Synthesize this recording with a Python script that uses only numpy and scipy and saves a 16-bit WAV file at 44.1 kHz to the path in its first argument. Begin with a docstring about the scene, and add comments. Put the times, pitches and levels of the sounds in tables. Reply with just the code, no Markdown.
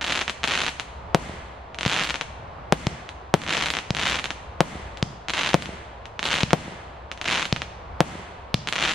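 """A firework cake fires shot after shot in an open field, heard through a phone some way off.
Each lift charge thumps out of its tube, shells burst overhead as hard shocks, and clouds of stars
crackle as many tiny ones. Reflection from the ground colours each report by interference; walls and
trees return echoes, and the distant woods a late rumble. The bangs overload the microphone."""
import sys
import numpy as np
from scipy import signal
from scipy.fft import rfft, irfft
from scipy.io import wavfile

SR = 44100
rng = np.random.default_rng(int(sys.argv[2]) if len(sys.argv) > 2 else 0)


def persist_wave(psi):
    """Save psi, clipped to +-1, as 16-bit WAV."""
    counts = np.round(np.clip(psi, -1, 1) * 32767).astype(np.int16)
    wavfile.write(sys.argv[1], SR, np.atleast_2d(counts).T)


N = 394254

# Clouds of stars. Each row: start, densest moment and end in seconds, mean relative star level in dB.
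STAR_CLOUDS = [(-.06, .11, 0.24, -11.5), (.445, 0.529, 0.7, -10.5), (1.865, 1.96, 2.106, -11.5),
               (3.465, 3.535, 3.69, -11.5), (3.955, 4.07, 4.208, -11.5), (5.334, 5.38, 5.52, -12.5),
               (6.225, 6.33, 6.435, -11.5), (7.235, 7.33, 7.464, -12), (8.755, 8.84, 8.95, -12.2)]
# Stars that fire alone, before or after a cloud. Each row: start in seconds, relative level in dB.
STRAY_STARS = [(.2798, -6), (.2968, -7), (.4334, -9), (.4406, -3.5), (.7978, -8.5), (1.7459, -19),
               (1.7874, -11), (1.8099, -9), (1.8317, -7.5), (1.8517, -6), (2.1079, -10), (2.1429, -7.5),
               (2.1572, -11), (2.2117, -6.5), (3.091, -16.5), (3.418, -18), (3.437, -16), (3.6646, -14),
               (3.6709, -12), (3.7035, -5.5), (3.7381, -8), (3.7517, -10), (3.7692, -6), (3.7877, -8),
               (3.9491, -10.5), (4.2424, -8.5), (4.2566, -9.5), (4.3056, -8), (4.973, -20.5),
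               (5.2848, -9.5), (5.297, -8.5), (5.3034, -8.5), (5.3361, -8), (5.5328, -8), (5.6234, -15.5),
               (5.6578, -16.5), (6.056, -20), (6.1932, -7.5), (6.5068, -8.5), (7.1157, -11.5),
               (7.176, -23.5), (7.2144, -9.5), (7.5629, -10), (7.6193, -8), (8.6737, -8.5), (8.6873, -8),
               (8.7259, -5), (8.734, -10)]
# Shells bursting overhead. Each row: start in seconds, relative level in dB, ground reflection lag
# in ms, treble boost in dB, relative level of the swell from the woods in dB.
SHELL_BURSTS = [(1.147, 28.5, 5.24, 2.5, 2), (2.7241, 28, 4.8, 3, -3), (3.3404, 29, 5.17, 2, 0.5),
                (4.6061, 28, 5.45, 2.5, -12), (5.5431, 29.5, 5.61, .5, -8), (6.532, 29.5, 5.5, 0.6, 1.5),
                (8.0055, 28.5, 5.55, 2, 0)]
# Shots leaving the tube. Each row: start in seconds, relative level in dB, boost of the muzzle snap
# in dB, ground reflection lag in ms.
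LIFT_SHOTS = [(1.8622, 29.5, 1, 1.4), (2.869, 30.3, -1, 0.92), (3.9059, 28.5, 2, 1.25),
              (5.0271, 30, 2.5, 0.58), (6.4332, 31, 4, 0.73), (7.5265, 30, 5.5, 1.6), (8.543, 30.5, 8, 1.7)]
# Spectra of the reports and of the scattered sound. Each row: frequency in Hz, relative level in dB.
STAR_SPECTRUM = [(40, -4.5), (200, 11.5), (450, 7.5), (900, 12.5), (1500, 15), (3000, 16), (4000, 11.5),
                 (5000, 1.5), (6500, 2.5), (8000, -9), (10000, -16), (12000, -37), (15000, -44)]
GRASS_SPECTRUM = [(100, -9), (600, 1.5), (2000, -2.5), (7000, 1.5), (14000, 17.5)]
RUMBLE_SPECTRUM = [(20, -17), (40, -13.5), (62, 3.5), (90, -4), (130, -10.5), (250, -20.5), (600, -72)]
WASH_SPECTRUM = [(100, -12), (250, -10), (400, -4.5), (650, 1), (950, 1.5), (1500, -8.5), (3000, -19.5),
                 (5000, -30), (9000, -46.5), (15000, -71)]
BURST_SPECTRUM = [(25, -34), (60, -16.5), (150, 3.5), (280, -0.5), (700, -0.5), (1100, -6), (2000, -10),
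                  (3500, -13.5), (5000, -25.5), (6500, -29), (9000, -38), (15000, -59.5)]
LIFT_SPECTRUM = [(25, -23), (70, -3), (140, 1), (200, -0.5), (270, -11), (600, -14.5), (1000, -19),
                 (1600, -24.5), (2500, -20.5), (3800, -22), (6000, -28.5), (9000, -45.5), (15000, -66)]
# Reverberation of the trees. Each row: frequency in Hz, relative level in dB, 60 dB decay time in seconds.
TREE_BANDS = [(50, -16, 0.69), (148, -10, 0.45), (418, -18.5, 1.5), (910, -18, 2.7), (1890, -12, 0.94),
              (3800, -16, 1), (9100, -3.5, 0.62), (12100, -10, 0.45)]
# Echoes from walls. Each row: lag in seconds, relative level in dB.
WALL_ECHOES = [(0.078, -29.5), (0.148, -21.5), (.19, -25.5)]
# The two microphone ports. Each row: frequency in Hz, left minus right for direct sound in dB,
# side relative to mid for diffuse sound in dB.
MIC_PORTS = [(60, 3.5, -18), (200, 3, -15), (500, 5.5, -8.5), (885, 5, 0), (1180, -2.5, -1.5),
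             (2670, 0.5, -3.5), (4200, -1.5, -6.5), (5440, 8, 1.5), (7250, 2, 1), (12000, 0.5, -1.5)]


def undb(db):
    """Amplitude ratio of a level in decibels."""
    return 10 ** (np.asarray(db) / 20)


def curve(hz, table, column=1):
    """One column of a table, interpolated over log frequency."""
    table = np.array(table, float)
    return np.interp(np.log(np.maximum(hz, 1)), np.log(table[:, 0]), table[:, column])


def bins(size):
    """Frequencies in Hz of the spectrum of this many samples."""
    return np.fft.rfftfreq(size, 1 / SR)


def minimum_phase(db):
    """Minimum phase gives the spectrum of the most abrupt causal pulse with these levels."""
    cepstrum = irfft(np.log(undb(db)))
    half = len(cepstrum) // 2
    return np.exp(rfft(np.r_[cepstrum[0], 2 * cepstrum[1:half], np.zeros(half)]))


def reflection(hz, lag_s, gain, cutoff_hz):
    """Frequency response of a reflection: a delay with first-order loss of treble."""
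    return gain * np.exp(-2j * np.pi * hz * lag_s) / (1 + 1j * hz / cutoff_hz)


def add_report(out, at, spectrum, pan_db=0):
    """Superposition: one pulse adds to both channels, pan_db stronger on the left."""
    start = int(round(at * SR))
    if 0 <= start < N:
        pulse = irfft(spectrum)[..., :N - start]
        out[:, start:start + pulse.shape[-1]] += undb([[pan_db / 2], [-pan_db / 2]]) * pulse


def diffuse_noise(size):
    """Spectra of a diffuse field: coherent at the two ports in the bass, much less so higher up."""
    mid, side = rfft(rng.standard_normal((2, size)))
    share = undb(curve(bins(size), MIC_PORTS, column=2))
    return (mid + share * side * np.array([[1], [-1]])) / np.sqrt(1 + share ** 2)


def cloud_stars(count=46, edge_rate=0.33, fuse_scatter=1.8, spread_db=4.5):
    """Times and levels of stars: the firing rate crests and falls; random fuse delays cause spurts."""
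    stars, turns = [], np.arange(count) + 0.5
    for start, densest, end, db in STAR_CLOUDS:
        t = np.linspace(start, end, 256)
        burnt = np.cumsum(np.interp(t, [start, densest, end], [edge_rate, 1, edge_rate]))
        lateness, strength = rng.uniform(-1, 1, (count, 2)).T
        share = (turns + fuse_scatter * lateness) / count
        share = 1 - np.abs(1 - np.abs(share))  # none falls outside its cloud
        stars += zip(np.interp(share, burnt / burnt[-1], t), db + spread_db * strength)
    return stars


def star_crackle(size=2048, gain_db=1):
    """Each star radiates one tiny shock, followed by its own ground reflection and grass scatter."""
    out, hz = np.zeros((2, N)), bins(size)
    for at, db in list(STRAY_STARS) + cloud_stars():
        grain, place, height = rng.standard_normal(3)
        colour = curve(hz * np.exp(0.056 * grain), STAR_SPECTRUM)  # a bigger grain pops lower
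        shock = minimum_phase(gain_db + db + colour)
        ground = reflection(hz, 0.006 + 0.000776 * height, gain=0.86, cutoff_hz=634)
        paths = 1 + ground + grass_scatter(size, db=-5.5)
        add_report(out, at, shock * paths, pan_db=4 * np.tanh(place))
    return out


def grass_scatter(size, db, t60_s=0.11, rise_s=0.0016):
    """Scattering from nearby grass: the spectrum of a short splash, different for each point in the sky."""
    t = np.arange(size) / SR
    fade = undb(-60 * t / t60_s) * (1 - np.exp(-t / rise_s)) ** 2
    splash = irfft(diffuse_noise(size)) * fade / np.sqrt(np.sum(fade ** 2))
    return undb(db + curve(bins(size), GRASS_SPECTRUM)) * rfft(splash)


def tree_reverberation(rise_s, size):
    """Multiple scattering: dense echoes build up, then decay exponentially at each band's own rate."""
    t, hz, noise = np.arange(size) / SR, bins(size), diffuse_noise(size)
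    log_centres, out = np.log([row[0] for row in TREE_BANDS]), 0
    for (_, db, t60_s), band in zip(TREE_BANDS, np.eye(len(TREE_BANDS))):
        fade = undb(-60 * t / t60_s) * (1 - np.exp(-t / rise_s))
        weight = np.interp(np.log(hz + 1), log_centres, band)
        out = out + undb(db) * irfft(noise * weight) * fade / np.sqrt(np.sum(fade ** 2))
    return out


def field_echoes(sound, walls_db, trees_db, rise_s, size=88200):
    """Convolution with the field's impulse response: dull slaps from walls, a long tail from trees."""
    walls = irfft(sum(reflection(bins(size), lag, undb(db), cutoff_hz=293) for lag, db in WALL_ECHOES))
    response = undb(trees_db) * tree_reverberation(rise_s, size) + undb(walls_db) * walls
    return signal.fftconvolve(sound.mean(axis=0)[None], response, axes=1)[:, :N]


def woods_roll(lag_s=1.42, width_s=0.24):
    """Distant reverberation: a steady rumble and wash swell one travel time after each bang."""
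    t = np.arange(N) / SR
    bangs = [(-0.26, 1.6)]  # a shell that burst before the start is still rolling round
    bangs += [(at, db) for at, *_, db in SHELL_BURSTS]
    swell = sum(undb(db) * np.exp(-0.5 * ((t - at - lag_s) / width_s) ** 2) for at, db in bangs)
    out = 0
    for spectrum, steady_db, swell_db in ((RUMBLE_SPECTRUM, -45.5, -43.5), (WASH_SPECTRUM, -43.5, -45)):
        noise = irfft(diffuse_noise(N) * undb(curve(bins(N), spectrum)), N)
        envelope = np.hypot(undb(steady_db), undb(swell_db) * swell)  # incoherent sounds add in power
        out = out + noise / noise.std() * envelope
    return out


def shell_bursts(size=4096):
    """Shocks from overhead: as heard, hollow from ground interference, and bare, as they spread outward."""
    heard, bare, hz = np.zeros((2, N)), np.zeros((2, N)), bins(size)
    treble = hz ** 2 / (hz ** 2 + 800 ** 2)
    for at, db, lag_ms, treble_db, _ in SHELL_BURSTS:
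        shock = minimum_phase(db + curve(hz, BURST_SPECTRUM) + treble_db * treble)
        ground = reflection(hz, lag_ms / 1000, gain=0.51, cutoff_hz=506)
        paths = 1 + ground + grass_scatter(size, db=-14.5)
        add_report(heard, at, shock * paths, pan_db=1.6)
        add_report(bare, at, shock)
    return heard, bare


def lift_charges(size=4096):
    """A pressure pulse leaves the tube: a low thump, and a muzzle snap comb-filtered by the ground."""
    out, hz = np.zeros((2, N)), bins(size)
    snap = np.exp(-((hz - 4000) / 2000) ** 2)
    treble = hz ** 2 / (hz ** 2 + 600 ** 2)
    for at, db, snap_db, lag_ms in LIFT_SHOTS:
        pulse = minimum_phase(db + curve(hz, LIFT_SPECTRUM) + snap_db * snap)
        ground = treble * reflection(hz, lag_ms / 1000, gain=0.28, cutoff_hz=6000)
        add_report(out, at, pulse * (1 + ground), pan_db=-0.5)
    return out


def scene():
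    """Superposition of the direct reports, shaded differently at the two ports, and their echoes."""
    lifts = lift_charges()
    bangs, bare_bangs = shell_bursts()
    stars = star_crackle()
    shading = undb(curve(bins(N), MIC_PORTS) * np.array([[0.5], [-0.5]]))
    direct = irfft(rfft(lifts + bangs + stars) * shading, N)
    # a bang high overhead reaches the trees late, so its echo swells before it fades
    echoes = (field_echoes(lifts, walls_db=-10, trees_db=0.3, rise_s=0.00084)
              + field_echoes(bare_bangs, walls_db=2.5, trees_db=0.5, rise_s=0.51)
              + field_echoes(stars, walls_db=0, trees_db=1.5, rise_s=0.002))
    return direct + echoes + woods_roll()


def record(dry, offset_rad=1.0, corner_hz=170, top_hz=16000):
    """The phone inverts the wave and shifts its phase; overload clips the bangs; a low-pass follows."""
    phase = 2 * np.arctan2(corner_hz, bins(N)) - offset_rad  # all-pass, turning most in the bass
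    wave = -irfft(rfft(dry) * np.exp(1j * phase), N)
    low_pass = signal.ellip(6, 0.1, 50, top_hz, fs=SR, output="sos")
    return signal.sosfiltfilt(low_pass, np.clip(wave, -1, 1))


dry = scene()
out = record(dry)
persist_wave(out)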